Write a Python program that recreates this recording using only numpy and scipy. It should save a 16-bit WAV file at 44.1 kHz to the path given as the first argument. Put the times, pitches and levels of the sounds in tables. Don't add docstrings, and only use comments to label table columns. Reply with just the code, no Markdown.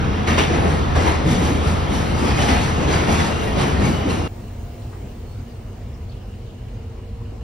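import sys
import numpy as np
from scipy import signal
from scipy.fft import rfft, irfft
from scipy.io import wavfile
from scipy.ndimage import uniform_filter1d

SR = 44100
rng = np.random.default_rng(int(sys.argv[2]) if len(sys.argv) > 2 else 0)


def bounce(signal):
    frames = np.transpose(np.atleast_2d(signal))
    limited = np.clip(frames, -1, 1)
    pcm = np.round(limited * 32767).astype(np.int16)
    wavfile.write(sys.argv[1], SR, pcm)


N = 327663
TIME = np.arange(N) / SR


def gain_of(db):
    return 10 ** (np.asarray(db) / 20)


def evened(x):
    return x / np.sqrt(np.mean(abs(x) ** 2) + 1e-20)


def read(points, hz, axis=1):
    table = np.array(points)
    return np.interp(np.log(hz + 1), np.log(table[:, 0] + 1), table[:, axis])


def follow(curve):
    return gain_of(np.interp(TIME, *np.transpose(curve)))


def grid(size):
    hop = size // 4
    frame_times = np.arange(N // hop + 2)[:, None] * hop / SR
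    return frame_times, np.fft.rfftfreq(size, 1 / SR)


def patches(shape, count, size):
    along_time = uniform_filter1d(rng.standard_normal(shape), count, 0)
    return evened(uniform_filter1d(along_time, size, 1))


def at_right_port(left, other, ports, hz):
    same = np.clip(read(ports, hz), 0, 1)
    lag = np.exp(-1j * read(ports, hz, axis=2))
    return (same * left + np.sqrt(1 - same ** 2) * other) * lag


def air(field, ports, left_db=0):
    size = 2 * (field.shape[1] - 1)
    hz = np.fft.rfftfreq(size, 1 / SR)
    a, b, c, d = rng.standard_normal((4,) + field.shape)
    left = a + 1j * b
    right = at_right_port(left, c + 1j * d, ports, hz)
    pair = np.array([left * gain_of(left_db / 2), right / gain_of(left_db / 2)])
    spectra = pair * field * np.sqrt(1.5 * SR / size)
    noise = signal.istft(spectra, nperseg=size, noverlap=size * 3 // 4, time_axis=1, freq_axis=2)[1]
    return noise[:, :N]


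def tone(hz, width_hz, ports, steadiness=0):
    knots = np.arange(0, N / SR + 1, 1 / 2000)
    bell = np.exp(-(np.fft.fftfreq(len(knots), knots[1]) / width_hz) ** 2)

    def wander():
        return evened(np.fft.ifft(bell * np.exp(2j * np.pi * rng.random(len(knots)))))

    left = wander()
    right = at_right_port(left, wander(), ports, np.mean(hz))
    pair = [evened(v / abs(v) ** np.clip(steadiness, 0, 1)) for v in (left, right)]
    carrier = np.exp(2j * np.pi * np.cumsum(hz * np.ones(N)) / SR)
    return np.sqrt(2) * np.array([(np.interp(TIME, knots, v) * carrier).real for v in pair])


def blow(t, start, rise, t60):
    after_rise = np.maximum(t - start - rise, 0)
    return np.clip((t - start) / rise, 0, 1) * np.exp(-np.log(1000) * after_rise / t60)


# pitch_hz, coherence (0-1), left_lead (radians)
PLATFORM_PORTS = [(69.4, 1, -0.55), (232, 0.78, 0), (420, 0.36, -0.38), (620, 0.1, -2), (1500, 0.21, -3),
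                  (2070, 0.75, 0.5), (2800, 0.42, 0.58), (3780, 0.45, 0.26), (5230, 0.61, 0.66),
                  (6150, 0.95, -1.5), (7540, 0.98, -3.5), (8420, 0.97, -4), (11300, 1, -6.5),
                  (14100, 1, -9.5)]
# pitch_hz, level_db (per Hz)
ROAR_SPECTRUM = [(15, -79), (30, -57), (50, -46), (68, -43), (100, -46.5), (190, -49), (410, -55),
                 (1260, -61.5), (2040, -68), (3200, -71.5), (4900, -79), (7100, -87), (9900, -95),
                 (15500, -106)]
# time_s, level_db
DRONE_LEVEL = [(0.0, -27), (0.88, -22), (2.04, -25), (2.59, -20.5), (2.83, -29), (2.87, -22.5),
               (3.66, -33.5), (3.69, -26), (4.27, -30.5)]
# pitch_hz, width_hz, level_db (against the drone)
EXHAUST_RESONANCES = [(81.4, 3.15, -1.5), (68.54, 5.9, -5.5), (111, 3.3, -14.5), (141, 6.3, -10),
                      (209.4, 8.6, -25.5)]
# pitch_hz, width_hz, level_db
FAN_WHINES = [(209, 1.7, -41.5), (435.5, 3.7, -38.5), (479.6, 3.9, -41.5), (725, 6.5, -43), (735, 4.5, -54),
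              (842, 4.9, -46), (929, 10, -47), (1294, 52, -40), (2130, 11, -50), (2407, 19, -54),
              (2793, 12, -50), (3120, 12, -55.5), (3750, 44, -55), (5430, 114, -65), (6500, 58, -57)]
ROAR_DB, ROAR_SINK_S, ROAR_SINK_DB_PER_S = 0.44, 3.65, 6.5


def engine(flutter_db=1.4, drone_db=0):
    t, hz = grid(size=2048)
    uneven = patches((len(t), len(hz)), count=8, size=20)
    roar = air(gain_of(read(ROAR_SPECTRUM, hz) + flutter_db * uneven), PLATFORM_PORTS, left_db=1.26)
    drone = sum(gain_of(db) * tone(pitch, width, PLATFORM_PORTS, steadiness=0.73)
                for pitch, width, db in EXHAUST_RESONANCES)
    fans = sum(gain_of(db) * tone(pitch, width, PLATFORM_PORTS, steadiness=0.74)
               for pitch, width, db in FAN_WHINES)
    level = gain_of(ROAR_DB - ROAR_SINK_DB_PER_S * np.maximum(TIME - ROAR_SINK_S, 0))
    return level * (roar + fans) + gain_of(drone_db) * follow(DRONE_LEVEL) * drone


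# start_s, pitch_hz, level_db (after the rise)
PANEL_BOOMS = [(.01, 150.6, -26), (.17, 201.8, -22.5), (.3, 233.8, -18.5), (0.399, 220.4, -26),
               (0.628, 156.6, -27), (0.699, 134.7, -21), (.89, 76, -16), (.96, 642, -26),
               (1.03, 322.4, -25), (1.244, 147.7, -19), (1.25, 306.7, -21), (1.36, 177, -21.5),
               (1.5, 276, -18.5), (1.655, 165, -21.5), (1.665, 79, -17.5), (1.9, 231, -26.5),
               (2.22, 231.3, -19.5), (2.27, 281, -26), (2.49, 250.6, -21), (2.84, 141.3, -22),
               (3.1, 232.2, -21.5), (3.11, 79, -23), (3.19, 148.6, -21.5), (3.564, 148, -17.5),
               (3.685, 73.5, -21), (3.821, 189.8, -21.5), (4.05, 248.7, -20.5)]
BOOM_RISE_S, BOOM_T60_S = 0.0066, 0.48


def booms(waver=0.155):
    size = 32768
    t, out = np.arange(size) / SR, np.zeros(N + size)
    for start, hz, db in PANEL_BOOMS:
        pitch = hz * (1 + waver * patches((size, 1), count=300, size=1)[:, 0])
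        wave = np.sqrt(2) * np.sin(2 * np.pi * (np.cumsum(pitch) / SR + rng.random()))
        out[round(start * SR):][:size] += gain_of(db) * blow(t, 0, BOOM_RISE_S, BOOM_T60_S) * wave
    return out[:N]


PINGS_PER_S, PING_DB, PING_T60_S = 1000, 3.5, 0.56


def pings(shape, frame_s):
    struck = rng.random(shape) < PINGS_PER_S * frame_s / shape[1]
    decay = np.exp(-np.log(1000) * frame_s / PING_T60_S)
    ring = signal.lfilter([1], [1, -decay], struck, axis=0)
    return evened(np.hypot(1, gain_of(PING_DB) * ring))


# pitch_hz, level_db (per Hz)
CLASH_SPECTRUM = [(60, -74), (190, -51.5), (410, -49.5), (600, -51), (800, -49.5), (1260, -55.5),
                  (2040, -58), (3200, -62), (4900, -67.5), (7100, -69), (9900, -80), (11000, -81.5),
                  (12500, -90.5), (15500, -101)]
# pitch_hz, level_db (per Hz)
THUD_SPECTRUM = [(50, -57), (150, -41.5), (300, -43.5), (480, -47.5), (800, -56), (2000, -70), (5000, -110)]
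# start_s, level_db (against the ring), brightness_db (per octave), thud_db (against the thud)
CLATTER_SURGES = [(0.47, -4, -1.5, -11), (0.619, -8, 2, -2.5), (0.95, -3.5, 0.5, -5), (1.02, -16, -1, -9),
                  (1.236, -4, 4, -4), (1.375, -4, 2.5, -5), (1.6, -7.5, 3.5, -7.5), (1.874, -5.5, 3, -17.5),
                  (1.99, -15, 4, -33), (2.12, -7, 3, -28.5), (2.201, -3, 0.5, -4.5), (2.34, 0.5, 2, -5),
                  (2.445, -2, 1, -23), (2.565, -6.5, 3, -19), (2.751, -7.5, 0, -5.5), (2.86, 1, 0.7, -3.5),
                  (3.053, 0, 2, -3.5), (3.17, -6.5, 2.5, -6.5), (3.36, -17.5, 8.5, -23),
                  (3.534, -1.5, 1, -3.5), (3.776, -4, 2, -1.5), (4.04, -8.5, 3.5, -7)]
# start_s, level_db (against the ring), pitch_hz (rings most), rise_s, t60_s (at the pivot pitch)
METAL_BANGS = [(0.264, 0.5, 2000, 0.016, 1), (0.37, 5, 2500, 0.014, 0.5), (0.383, 3, 2300, 0.0033, 0.064),
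               (.38, -8, 700, .012, 0.54), (0.947, -1.5, 740, 0.012, 0.5), (1.04, -5.5, 780, 0.02, 0.35),
               (1.065, -1, 1800, 0.013, 0.48), (2.372, -6, 2300, 0.019, 0.58), (2.478, 0, 2010, 0.01, 0.81),
               (3.075, -7, 850, .02, .4), (3.178, -1.5, 1900, 0.016, 0.53), (3.578, -6, 846, 0.018, 0.3),
               (4.08, -7, 8900, 0.025, 0.45)]
SURGE_RISE_S, SURGE_T60_S = 0.079, 0.95
THUD_DB, THUD_RISE_S, THUD_T60_S = 1.5, 0.038, 0.94
BANG_RING_DB, BANG_RING_OCTAVES = 4.5, 0.4


def clatter(pivot_hz=3000, ring_db=0.64, rattle_db=0.5, level_db=-1.0, treble_damping=0.062):
    t, hz = grid(size=512)
    octaves = np.log2(np.maximum(hz, 100) / pivot_hz)
    damping = 2 ** (-treble_damping * octaves)
    shape, power = (len(t), len(hz)), 0

    def metal():
        return read(CLASH_SPECTRUM, hz) + ring_db * patches((1, len(hz)), count=1, size=2)

    for start, db, bright, thud_db in CLATTER_SURGES:
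        clash = gain_of(metal() + db + bright * octaves)
        clash = clash * blow(t, start, SURGE_RISE_S, SURGE_T60_S * damping)
        thud = gain_of(read(THUD_SPECTRUM, hz) + THUD_DB + thud_db)
        thud = thud * blow(t, start, THUD_RISE_S, THUD_T60_S)
        power = power + clash ** 2 + thud ** 2
    for start, db, pitch, rise, t60 in METAL_BANGS:
        peak = np.exp(-(np.log2((hz + 1) / pitch) / BANG_RING_OCTAVES) ** 2)
        bang = gain_of(metal() + db + BANG_RING_DB * peak)
        power = power + (bang * blow(t, start, rise, t60 * damping)) ** 2
    rattle = gain_of(level_db + rattle_db * patches(shape, count=4, size=90))
    return air(rattle * pings(shape, t[1, 0]) * np.sqrt(power), PLATFORM_PORTS, left_db=1.0)


# start_s, length_s, pitch_hz, level_db (before
SQUEALS_AND_WHINES = [(0.268, .17, 2790, -34.5), (0.54, 0.31, 10800, -53), (.98, .16, 2800, -39),
                      (1.28, 0.26, 10900, -60), (2.02, 0.2, 4150, -45), (3.3, 0.41, 2780, -40.5),
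                      (3.45, 0.11, 1890, -38), (3.743, 0.09, 1840, -34), (3.836, 0.18, 7520, -48),
                      (3.85, 0.2, 12200, -55), (3.91, 0.21, 2975, -36.5), (4.09, 0.11, 10850, -54),
                      (4.212, 0.1, 2795, -38)]
SQUEAL_RISE_S, SQUEAL_CATCH_DB = 0.034, 1.5
SQUEAL_WIDTH, SQUEAL_WAVER = 0.016, 0.005


def squeals_and_whines():
    out = 0
    for start, length, hz, db in SQUEALS_AND_WHINES:
        fade = np.sqrt(np.clip((start + length - TIME) / length, 0, 1))
        swell = np.clip((TIME - start) / SQUEAL_RISE_S, 0, 1) * fade
        grip = patches((N, 1), count=900, size=1)[:, 0]
        catch = evened(gain_of(SQUEAL_CATCH_DB * grip))
        pitch = hz * (1 + SQUEAL_WAVER * grip)
        line = tone(pitch, SQUEAL_WIDTH * hz, PLATFORM_PORTS, steadiness=0.5)
        out = out + gain_of(db) * swell * catch * line
    return out


def loose_metal(low_hz=700, high_hz=3000, ring_db=11.0, t60=1.0, count=20):
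    size = 24000
    t, out = np.arange(size) / SR, np.zeros((2, N + size))
    for start, db, _, _ in CLATTER_SURGES:
        pitch, phase, left, right = rng.random((count, 4)).T
        hz = (np.sqrt(low_hz) + pitch * (np.sqrt(high_hz) - np.sqrt(low_hz))) ** 2
        angle = 2 * np.pi * (hz[:, None] * t + phase[:, None])
        modes = np.sin(angle.astype(np.float32))
        level = np.sqrt(2) * gain_of(read(CLASH_SPECTRUM, hz) + db + ring_db)
        gains = level * (.5 + np.array([left, right]))
        out[:, round(start * SR):][:, :size] += gains @ modes * blow(t, 0, SURGE_RISE_S, t60)
    return out[:, :N]


# pitch_hz, coherence (0-1), left_lead (radians)
CARRIAGE_PORTS = [(220, .99, 0), (450, .75, 0), (800, .15, -.2), (1900, .55, 0), (3000, .4, -.7),
                  (3600, .1, 0), (5000, .15, 0), (6200, .7, 1.6), (8800, .82, 2.4), (9900, 1, 3.1),
                  (13000, 1, 3.2), (15500, .8, 4.3)]
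# pitch_hz, level_db (per Hz)
CABIN_SPECTRUM = [(20, -85), (30, -66.5), (44, -59.5), (70, -52), (105, -52.5), (160, -70.5), (220, -63.5),
                  (300, -75), (440, -74), (900, -81), (1500, -88.5), (2500, -91.5), (6500, -99),
                  (15500, -104)]
# pitch_hz, level_db (per Hz)
DOOR_SPECTRUM = [(100, -87), (350, -68), (800, -79.5), (1500, -91), (2300, -89.5), (3500, -95.5),
                 (6500, -97), (8000, -95.5), (9000, -96), (10900, -96), (12000, -92), (13300, -94),
                 (15500, -91.5)]
# pitch_hz, width_hz, level_db
VENT_HUMS = [(42, 3.3, -41.5), (52.4, 5.6, -40.5), (94.9, 4.8, -40), (119.4, 9.6, -47), (195.7, 3, -53.5),
             (220, 3, -61), (359.5, 13, -59.5), (439, 8, -60), (503, 6, -61.5), (788, 3, -69),
             (926, 2.7, -74), (650, 4, -65.5), (995, 4, -69.5), (4200, 280, -71)]
# nearest_s, reach_s (to fall by 3 dB), pitch_hz, level_db (when nearest)
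PASSED_BLOWERS = [(4.65, 0.95, 239.5, -46.5), (4.75, 0.3, 699, -51.5), (4.9, .5, 465, -57),
                  (6.85, 0.1, 444.5, -52), (7.3, 0.55, 464, -48.5), (7.2, 1.5, 756, -62.5)]
DOOR_DB, LEAVE_DOOR_S, DOOR_FADE_DB_PER_S = 0.5, 4.74, 5


def ventilation(flutter_db=1.5, blower_width_hz=3):
    t, hz = grid(size=2048)
    door_fade = DOOR_FADE_DB_PER_S * np.maximum(t - LEAVE_DOOR_S, 0)
    door = gain_of(read(DOOR_SPECTRUM, hz) + DOOR_DB - door_fade)
    cabin = gain_of(read(CABIN_SPECTRUM, hz))
    uneven = gain_of(flutter_db * patches((len(t), len(hz)), count=8, size=16))
    out = air(np.hypot(cabin, door) * uneven, CARRIAGE_PORTS, left_db=0.0)
    for pitch, width, db in VENT_HUMS:
        out += gain_of(db) * tone(pitch, width, CARRIAGE_PORTS, steadiness=0.31)
    for nearest, reach, pitch, db in PASSED_BLOWERS:
        distance = np.hypot(1, (TIME - nearest) / reach)
        out += gain_of(db) / distance * tone(pitch, blower_width_hz, CARRIAGE_PORTS, steadiness=0.77)
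    return out


def grille(hz=2880, width_hz=210, level_db=-65, flutter_db=3.5):
    flutter = gain_of(flutter_db * patches((N, 1), count=2600, size=1)[:, 0])
    return gain_of(level_db) * flutter * tone(hz, width_hz, CARRIAGE_PORTS, steadiness=.3)


# start_s, level_db (per Hz at the centre), pitch_hz (centre), width_octaves,
# rise_s, t60_s
CARRIAGE_KNOCKS = [(4.81, -90, 4000, 0.48, .01, 0.52), (4.915, -72.5, 599, 1.1, 0.02, 0.3),
                   (5.17, -66, 209, .3, 0.013, .25), (5.385, -64, 230, 0.84, 0.012, .15),
                   (5.78, -47, 107, 0.3, 0.037, 0.77), (5.925, -88, 5400, .08, .02, .3),
                   (6.094, -76.5, 4480, 0.034, .002, 0.16), (6.114, -82, 3200, .45, .003, 0.15),
                   (6.165, -84, 3200, .3, .003, .15), (6.21, -83, 3100, .12, .003, .1),
                   (6.335, -83, 2900, .15, .004, .15), (6.462, -86, 3300, .4, .003, .15),
                   (6.49, -83, 3070, 0.23, .003, .22), (6.684, -81, 2300, .3, .002, .06),
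                   (6.71, -65, 260, 0.76, .01, 0.2), (6.735, -93, 6300, .1, .01, .2),
                   (7.25, -82, 2700, 0.16, .004, 0.194), (7.315, -67, 300, 0.77, 0.011, .15)]


def knocks(rattle_db=1.0):
    size = 32768
    t, hz = np.arange(size) / SR, np.fft.rfftfreq(size, 1 / SR)
    same, out = np.clip(read(CARRIAGE_PORTS, hz), 0, 1), np.zeros((2, N + size))
    for start, db, pitch, width, rise, t60 in CARRIAGE_KNOCKS:
        left, other = rfft(rng.standard_normal((2, size))) * np.sqrt(SR / 2)
        right = same * left + np.sqrt(1 - same ** 2) * other
        band = np.exp(-.5 * (np.log2((hz + 1) / pitch) / width) ** 2)
        noise = irfft(band * np.array([left, right]))
        rattle = gain_of(rattle_db * patches((size, 1), count=200, size=1)[:, 0])
        out[:, round(start * SR):][:, :size] += gain_of(db) * blow(t, 0, rise, t60) * rattle * noise
    return out[:, :N]


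# time_s, pitch_hz, level_db
SQUEAK_PATH = [(5.255, 4260, -71), (5.275, 4310, -61), (5.335, 4390, -60), (5.365, 4430, -66),
               (5.397, 4790, -60), (5.415, 4850, -78), (5.47, 4870, -78), (5.517, 4840, -60),
               (5.54, 4470, -76), (5.565, 4220, -61), (5.585, 4184, -78)]


def squeak(width_hz=55):
    time_s, hz, db = np.transpose(SQUEAK_PATH)
    level = np.interp(TIME, time_s, gain_of(db), left=0, right=0)
    return level * tone(np.interp(TIME, time_s, hz), width_hz, CARRIAGE_PORTS, steadiness=1)


CUT_S = 4.279


def scene():
    platform = engine() + booms() + clatter() + squeals_and_whines() + loose_metal()
    carriage = ventilation() + grille() + knocks() + squeak()
    inside = np.clip((TIME - CUT_S) / 0.0034 + .5, 0, 1)
    return (1 - inside) * platform + inside * carriage


EDGE_HZ = 15750


def record(dry):
    low_pass = signal.firwin(511, EDGE_HZ, window=("kaiser", 9), fs=SR)
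    return signal.oaconvolve(dry, low_pass[None], "same")


dry = scene()
out = record(dry)
bounce(out)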